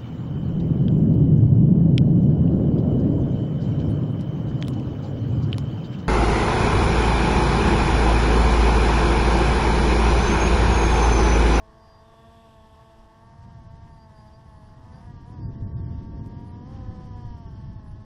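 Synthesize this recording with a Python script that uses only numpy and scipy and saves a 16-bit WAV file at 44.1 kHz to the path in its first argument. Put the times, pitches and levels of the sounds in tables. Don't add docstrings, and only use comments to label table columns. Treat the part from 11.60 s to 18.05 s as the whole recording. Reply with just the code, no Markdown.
import sys
import numpy as np
from scipy import signal
from scipy.io import wavfile
from scipy.ndimage import uniform_filter1d, map_coordinates

SR = 44100
rng = np.random.default_rng(int(sys.argv[2]) if len(sys.argv) > 2 else 0)


def gain_from_db(level_db):
    decades = np.asarray(level_db, float) / 20
    return 10 ** decades


def transcribe(u):
    v = np.clip(np.atleast_2d(u).T, -1, 1)
    q = np.round(v * 32767).astype(np.int16)
    wavfile.write(sys.argv[1], SR, q)


N = 284429


def evened(x):
    return x / np.sqrt(np.mean(x ** 2) + 1e-20)


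def curves(rows, t):
    s, *columns = np.transpose(rows)
    return [np.interp(t, s, c) for c in columns]


def response(rows, hz):
    return np.interp(hz, *np.transpose(rows))


def bells(t, rows):
    return sum(height * np.exp(-((t - s) / half_s) ** 2) for s, height, half_s in rows)


def drift(rate_hz):
    steps = rng.standard_normal(400)
    return evened(map_coordinates(steps, [np.arange(N) / SR * rate_hz], order=2, mode="wrap"))


def cycles(hz):
    return np.cumsum(hz) / SR


def tone(turns, db, flutter_db):
    level = np.sqrt(2) * gain_from_db(db + flutter_db * drift(16.5))
    return level * np.cos(2 * np.pi * (turns + rng.random()))


def noise(colour, patchy_db, flicker_db, tilt_db=0, size=1024):
    hop = size // 4
    frames, hz = N // hop + 5, np.fft.rfftfreq(size, 1 / SR)
    a, b, patches = rng.standard_normal((frames, len(hz), 3)).T
    patches = uniform_filter1d(patches, size=9, axis=0)
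    patches = evened(uniform_filter1d(patches, size=9, axis=1))
    flicker = evened(uniform_filter1d(rng.standard_normal(frames), size=5))
    f, db = np.transpose(colour)
    colour_db = np.interp(np.log(hz + 1), np.log(f), db, left=-80)[:, None]
    z = (a + 1j * b) * gain_from_db(colour_db + patchy_db * patches + flicker_db * flicker)
    scale = np.sqrt(np.sum(abs(z) ** 2) / frames)
    tilt = np.interp(np.arange(frames) * hop, np.arange(N), tilt_db * np.ones(N))
    treble = np.clip(np.log2((hz + 1) / 2000), 0, 1)
    z = z * gain_from_db(np.outer(treble, tilt))
    return signal.istft(z, nperseg=size, noverlap=size - hop)[1][:N] / scale


# start_s, blade_rate_hz, effort_db, lean (0-1)
NEAR_FLIGHT = [(0, 218.2, 2, 0), (.38, 218.9, -0.5, 0), (.74, 228.3, 2.5, 0.06), (1.0, 220, 1.5, 0.2),
               (1.5, 221.9, 0.5, 0.34), (1.87, 232, 2.5, 0.99), (2.05, 221.9, 1.5, 0.61),
               (2.26, 229.5, 1.5, .9), (2.6, 215.2, 0.5, 0.62), (3.05, 213.2, -0.5, 0.64),
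               (3.34, 220.4, 0, 0.8), (3.9, 224.4, 1, .8), (4.54, 228.2, 1.5, 0.9), (4.95, 239.3, 1, 0.91),
               (5.3, 254.5, 1, 0.63), (5.68, 240.9, 5, 0.77), (5.95, 219.9, -1, .8), (6.45, 216, -4, 1)]
# centre_s, change_hz, half_length_s
SPEED_SURGES = [
    (2.822, 8, 0.095),
    (3.5, 18, 0.097),
    (3.73, 23, 0.096),
    (5.141, 19, .07),
    (6.277, -8, 0.084),
    (0.196, 2, 0.12),
    (1.284, 2, 0.085),
]


def near(t):
    hz, effort_db, lean = curves(NEAR_FLIGHT, t)
    return hz + bells(t, SPEED_SURGES), effort_db, lean


# order, level_db, full_lean_gain_db
STRONG_ORDERS = [(2, -62.5, -11), (3, -59.5, -4.5), (4, -66, 5), (5, -63, -4)]
# order, level_db
WEAK_ORDERS = [(.5, -72.5), (6, -74.5), (7, -75.5), (8, -76.5), (9, -78.5), (10, -84)]
# start_s, order_1_db, order_1.5_db
SHAFT_UNBALANCE = [(0, -64, -67.5), (.5, -68, -77), (.65, -61.5, -69), (1.0, -61, -74), (1.6, -63.5, -68.5),
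                   (2.202, -62, -72), (2.9, -62, -71.5), (6.45, -64.5, -87.5)]
# pitch_hz, level_db
AIRFRAME_RESPONSE = [(460, -3.5), (510, 14), (640, 0), (720, 0), (790, 5.5), (900, 0.5), (970, 6),
                     (1060, 1), (1200, -3.5), (1320, -7.5)]
# pitch_hz, level_db
HOUSING_RESPONSE = [(1200, -3), (1400, -10), (1650, 0), (1850, -2.5), (2050, -9.5), (2400, -12)]


def near_rotor(t):
    hz, effort_db, lean = near(t)
    turns = cycles(hz * (1 + .002 * drift(40.)))
    out = np.zeros(N)
    for order, db, leaned_db in STRONG_ORDERS:
        level_db = db + lean * leaned_db + effort_db + response(AIRFRAME_RESPONSE, order * hz)
        out += tone(order * turns, level_db + 1.68 * drift(35.), 0.57)
    for order, db in WEAK_ORDERS:
        level_db = db + 0.35 * effort_db + 2.9 * lean + response(HOUSING_RESPONSE, order * hz) + 1.0
        out += tone(order * turns, level_db, 1.5)
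    for order, level_db in zip((1, 3 / 2), curves(SHAFT_UNBALANCE, t)):
        out += tone(order * turns, level_db, 2.1)
    return out


# start_s, blade_rate_hz, level_db (added to every order)
FAR_FLIGHT = [(0, 232.6, -65), (.2, 232, -69.5), (.65, 229, -63.5), (.9, 221, -82), (1.2, 215, -69),
              (1.65, 214, -70),        (2.2, 217.5, -96), (3.13, 229, -67.5), (3.37, 255, -64),
              (3.5, 238, -60.5), (3.7, 227, -72), (4.4, 240, -86), (4.92, 228, -72), (5.1, 241.8, -65),
              (5.28, 248, -62.5), (5.57, 242, -75), (5.85, 228.5, -66.5), (6.45, 217, -71)]
# order, level_db
FAR_BLADE_ORDERS = [(2, -9.5), (3, -1.5), (4, -3.5), (5, 1), (6, 3), (7, -3), (8, -1.5), (9, -18.5)]


def far_rotor(t):
    hz, flight_db = curves(FAR_FLIGHT, t)
    turns = cycles(hz * (1 + 0.00305 * drift(40.)))
    out = np.zeros(N)
    for order, db in FAR_BLADE_ORDERS:
        body_db = response(HOUSING_RESPONSE, order * hz) + response(AIRFRAME_RESPONSE, order * hz)
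        out += tone(order * turns, db + flight_db + body_db, 2.5)
    return out


# pitch_hz, level_db (per Hz)
WASH_COLOUR = [(150, -16.5), (400, -4.5), (580, -4.5), (1000, 0), (1350, -15), (1750, -9), (2350, -21.5),
               (3150, -16.5), (4050, -22.5), (4700, -19), (5450, -19), (6700, -29.5), (10500, -34),
               (15500, -45)]
CRUISE_HZ = 222
WASH_DB, WASH_DB_PER_HZ = -57.5, 0.0784
TILT_DB, TILT_DB_PER_HZ = 1.0, -0.0119


def wash(t):
    hz = near(t)[0]
    fast = np.maximum(hz, curves(FAR_FLIGHT, t)[0]) - CRUISE_HZ
    chop = 1 + 0.2 * np.cos(2 * np.pi * cycles(hz))
    tilt_db = TILT_DB + TILT_DB_PER_HZ * fast
    hiss = noise(WASH_COLOUR, patchy_db=0.47, flicker_db=0.96, tilt_db=tilt_db)
    return gain_from_db(WASH_DB + WASH_DB_PER_HZ * fast) * chop * hiss


# start_s, length_s, first_hz, last_hz, peak_db
WHINE_CROSSINGS = [(.15, .31, 4750, 4720, -68), (2.27, .13, 4700, 4720, -76), (2.373, 0.1, 4700, 4770, -68),
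                   (2.53, 0.12, 4690, 4840, -69), (2.66, 0.041, 4790, 4720, -72),
                   (2.72, 0.058, 4660, 4800, -67), (2.95, 0.057, 4530, 4480, -77),
                   (3.04, .04, 4460, 4520, -77), (3.06, 0.064, 4890, 4660, -76),
                   (3.317, 0.08, 4660, 4780, -70), (3.79, .1, 4650, 4790, -68.5)]
WHINE_SKEW, WHINE_SHARP = 1.1, 0.93
ARCH_HZ_PER_S = 170
HUM_HZ, HUM_DB, HUM_WANDER_HZ = 4770, -91.5, 40


def whine(t):
    out = tone(cycles(HUM_HZ + HUM_WANDER_HZ * drift(2.3)), HUM_DB, 3.3)
    for s, length_s, first_hz, last_hz, db in WHINE_CROSSINGS:
        on = (t >= s) & (t < s + length_s)
        u = (t[on] - s) / length_s
        swell = np.sin(np.pi * u ** WHINE_SKEW) ** WHINE_SHARP
        hz = first_hz + (last_hz - first_hz) * u + ARCH_HZ_PER_S * length_s * swell
        out[on] += np.sqrt(2) * gain_from_db(db) * swell * np.sin(2 * np.pi * cycles(hz))
    return out


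# start_s, pitch_hz, level_db
STRUT_WHINE = [(0, 3320, -88), (.15, 3400, -82), (.2, 3590, -84), (.4, 3590, -80), (.48, 3570, -74.5),
               (.55, 3420, -73), (.7, 3444, -76), (.9, 3430, -77), (1.2, 3350, -81)]


def strut(t):
    out = np.zeros(N)
    on = t < STRUT_WHINE[-1][0]
    hz, db = curves(STRUT_WHINE, t[on])
    fade = signal.windows.tukey(on.sum(), .08)
    out[on] = np.sqrt(2) * gain_from_db(db) * np.sin(2 * np.pi * cycles(hz)) * fade
    return out


# start_s, strength_db, fine_turbulence_db (against the rumble)
GUSTS = [(0, -58, -11), (1.0, -56, -13.5), (1.55, -56.5, -11.5), (1.87, -43, -19.5), (2.3, -45.5, -16.5),
         (2.75, -50.5, -13.5), (3.11, -47.5, -13.5), (3.35, -42.5, -14.5), (3.65, -43, -11),
         (3.86, -34, -11), (4.0, -31.5, -12), (4.24, -33, -13), (4.58, -36, -9), (5.0, -41.5, -4.5),
         (5.3, -37.5, -10.5), (5.8, -40.5, -11), (6.1, -35.5, -18), (6.45, -46.5, -9)]
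# centre_s, rumble_db, thud_db
WIND_BUFFETS = [(.66, 0, -5), (1.4, -4, 10), (1.5, -6.5, 1.5), (2.19, -1.5, -6), (2.28, -1, -1),
                (3.38, 0.5, -6), (3.5, 4, 0), (3.86, 4.5, 4.5), (3.97, -8, -2), (4.06, 2.5, 5),
                (4.11, -4.5, -4), (4.16, 2, -2), (4.781, 3.5, -7), (5.28, 0, 3.5), (5.69, 1, 16.5),
                (5.8, -0.5, -8), (5.87, 1.5, 7.5), (6.21, -2.5, -5), (6.319, 3.5, 12)]
# pitch_hz, level_db (per Hz)
THUD_COLOUR = [(12, -20), (22, -3), (45, -3.5), (65, -4), (90, -20), (200, -120)]
# pitch_hz, level_db (per Hz)
RUMBLE_COLOUR = [(45, -21.5), (70, -2), (97, 2), (140, -5), (200, -13.5), (270, -29), (440, -120)]
# pitch_hz, level_db (per Hz)
ROAR_COLOUR = [(120, -13), (200, 9.5), (300, 3.5), (420, -6.5), (600, -15), (900, -53.5), (2000, -120)]
BUFFET_S, THUD_DB, THUD_FOLLOW = .04, -51.5, .8


def wind(t):
    gust_db, fine_db = curves(GUSTS, t)
    rumble_db = gust_db + bells(t, [(s, db, BUFFET_S) for s, db, _ in WIND_BUFFETS])
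    thud_db = THUD_DB + THUD_FOLLOW * (gust_db + 45.5)
    thud_db = thud_db + bells(t, [(s, db, BUFFET_S) for s, _, db in WIND_BUFFETS])
    thud = evened(noise(THUD_COLOUR, patchy_db=3.5, flicker_db=1.0, size=4096))
    rumble = evened(noise(RUMBLE_COLOUR, patchy_db=-0.88, flicker_db=0.2, size=2048))
    roar = evened(noise(ROAR_COLOUR, patchy_db=1.26, flicker_db=-0.03))
    return gain_from_db(thud_db) * thud + gain_from_db(rumble_db + 0.52) * rumble + gain_from_db(gust_db + fine_db + 2.0) * roar


def resonate(x, hz, width):
    turn = np.exp(2j * np.pi * hz * np.arange(len(x)) / SR)
    r = np.exp(-np.pi * width / SR)
    return 2 * (turn * signal.lfilter([1 - r], [1, -r], x / turn)).real


# start_s, length_s, level_db
BUZZ_SPELLS = [
    [(0.449, 1.05, -71), (.5, .45, -79)],
    [(1.6, .07, -86), (2.3, .08, -86), (2.53, .15, -83), (2.85, .25, -82.5), (3.3, .18, -83.5),
     (3.67, .05, -82.5), (4.85, .08, -80.5), (6.25, .08, -82)],
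    [(4.98, .55, -73), (5.5, 0.64, -73)],
]
# pitch_hz, width_hz, level_db
BUZZ_RESONANCES = [
    [(2770, 510, 0), (3130, 790, 3), (3410, 600, -1), (7240, 500, -10), (7900, 650, -5.5),
     (9260, 1800, -11.5), (10900, 2000, -15)],
    [(9780, 1000, -0.5), (10300, 320, 0.5)],
    [(3110, 330, 3), (4520, 450, -2.5), (5300, 640, -1)],
]


def buzz(t):
    hiss, out = rng.standard_normal(N), np.zeros(N)
    for spells, bands in zip(BUZZ_SPELLS, BUZZ_RESONANCES):
        rung = evened(sum(gain_from_db(db) * resonate(resonate(hiss, hz, width), hz, width) for hz, width, db in bands))
        swell = np.zeros(N)
        for s, length_s, db in spells:
            swell += gain_from_db(db) * np.exp(-((t - s - length_s / 2) / (.55 * length_s)) ** 4)
        out += rung * swell * gain_from_db(0.6 * drift(8.9))
    return out


# start_s, peak_db, ring_hz, ring_width_hz
MOUNT_KNOCKS = [
    (.54, -47, 610, 120),
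    (0.539, -44, 1010, 160),
    (4.6625, -38, 2500, 4000),
    (5.5787, -59, 3000, 3970),
]


def knocks():
    out = np.zeros(N)
    u = np.arange(2000) / SR
    for s, db, hz, width in MOUNT_KNOCKS:
        attack = 1 - np.exp(-30. * width * u)
        ring = np.exp(-np.pi * width * u) * np.cos(2 * np.pi * hz * u) * attack
        out[round(s * SR):][:2000] += gain_from_db(db) * ring
    return out


def scene():
    t = np.arange(N) / SR
    rotors = near_rotor(t) + far_rotor(t)
    return (rotors + wash(t) + whine(t) + strut(t) + wind(t) + buzz(t) + knocks())[None]


# pitch_hz, step_db
ROUNDING_STEP = [(300, -17), (1200, -8.5), (2000, -0.5), (6000, -2.5), (9000, -4), (15000, -6.5)]
# start_s, finer_db
FINER_MOMENTS = [(1.87, 3), (2.0, 11), (2.12, 11), (2.4, 11), (2.64, 9), (2.75, 6), (2.92, 16), (3.09, 12),
                 (3.21, 9), (3.51, 8), (3.62, 17), (3.76, 1), (3.785, 7), (3.88, -1.5), (3.92, 2),
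                 (4.02, 7), (4.055, -9), (4.105, 5), (4.135, -9.5), (4.16, -9), (4.21, 1), (4.25, 1.5),
                 (4.39, 7), (4.665, 4), (4.81, 14.5), (5.46, 8), (5.665, 14), (5.79, 12), (5.92, 14),
                 (6.25, 11), (6.42, 3)]


def camera_rounding(x, base_db, follow, frame_db, band_db, size=1024):
    n, k = np.arange(2 * size), np.arange(size)
    window = np.sin(np.pi * (n[:, None] + .5) / (2 * size)) * np.sqrt(2 / size)
    basis = window * np.cos(np.pi / size * np.outer(n + .5 + size / 2, k + .5))
    frames = N // size + 2
    blocks = np.pad(x, (size, frames * size - N)).reshape(-1, size)
    c = np.hstack([blocks[:-1], blocks[1:]]) @ basis
    loud_db = 10 * np.log10(np.mean(c ** 2, axis=1) + 1e-12)
    loud_db = .5 * (loud_db + uniform_filter1d(loud_db, size=9))
    spare_db = frame_db * rng.standard_normal(frames)
    at, finer_db = np.transpose(FINER_MOMENTS)
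    spare_db[np.round(at * SR / size).astype(int)] += finer_db
    uneven_db = band_db * np.repeat(rng.standard_normal((frames, size // 16)), 16, axis=1)
    frame_step_db = base_db + follow * (loud_db + 45.5) - spare_db
    step = gain_from_db(response(ROUNDING_STEP, k * SR / (2 * size)) + uneven_db + frame_step_db[:, None])
    rounded = np.sign(c) * np.floor(abs(c) / step + 0.53) * step
    back = rounded @ basis.T
    return (back[:-1, size:] + back[1:, :size]).ravel()[:N]


def roll_off(x):
    return signal.sosfilt(signal.butter(12, 15560, fs=SR, output="sos"), x)


def record(dry):
    camera = camera_rounding(dry[0], base_db=-63, follow=0.93, frame_db=2.0, band_db=1.5)
    return roll_off(camera[None])


dry = scene()
out = record(dry)
transcribe(out)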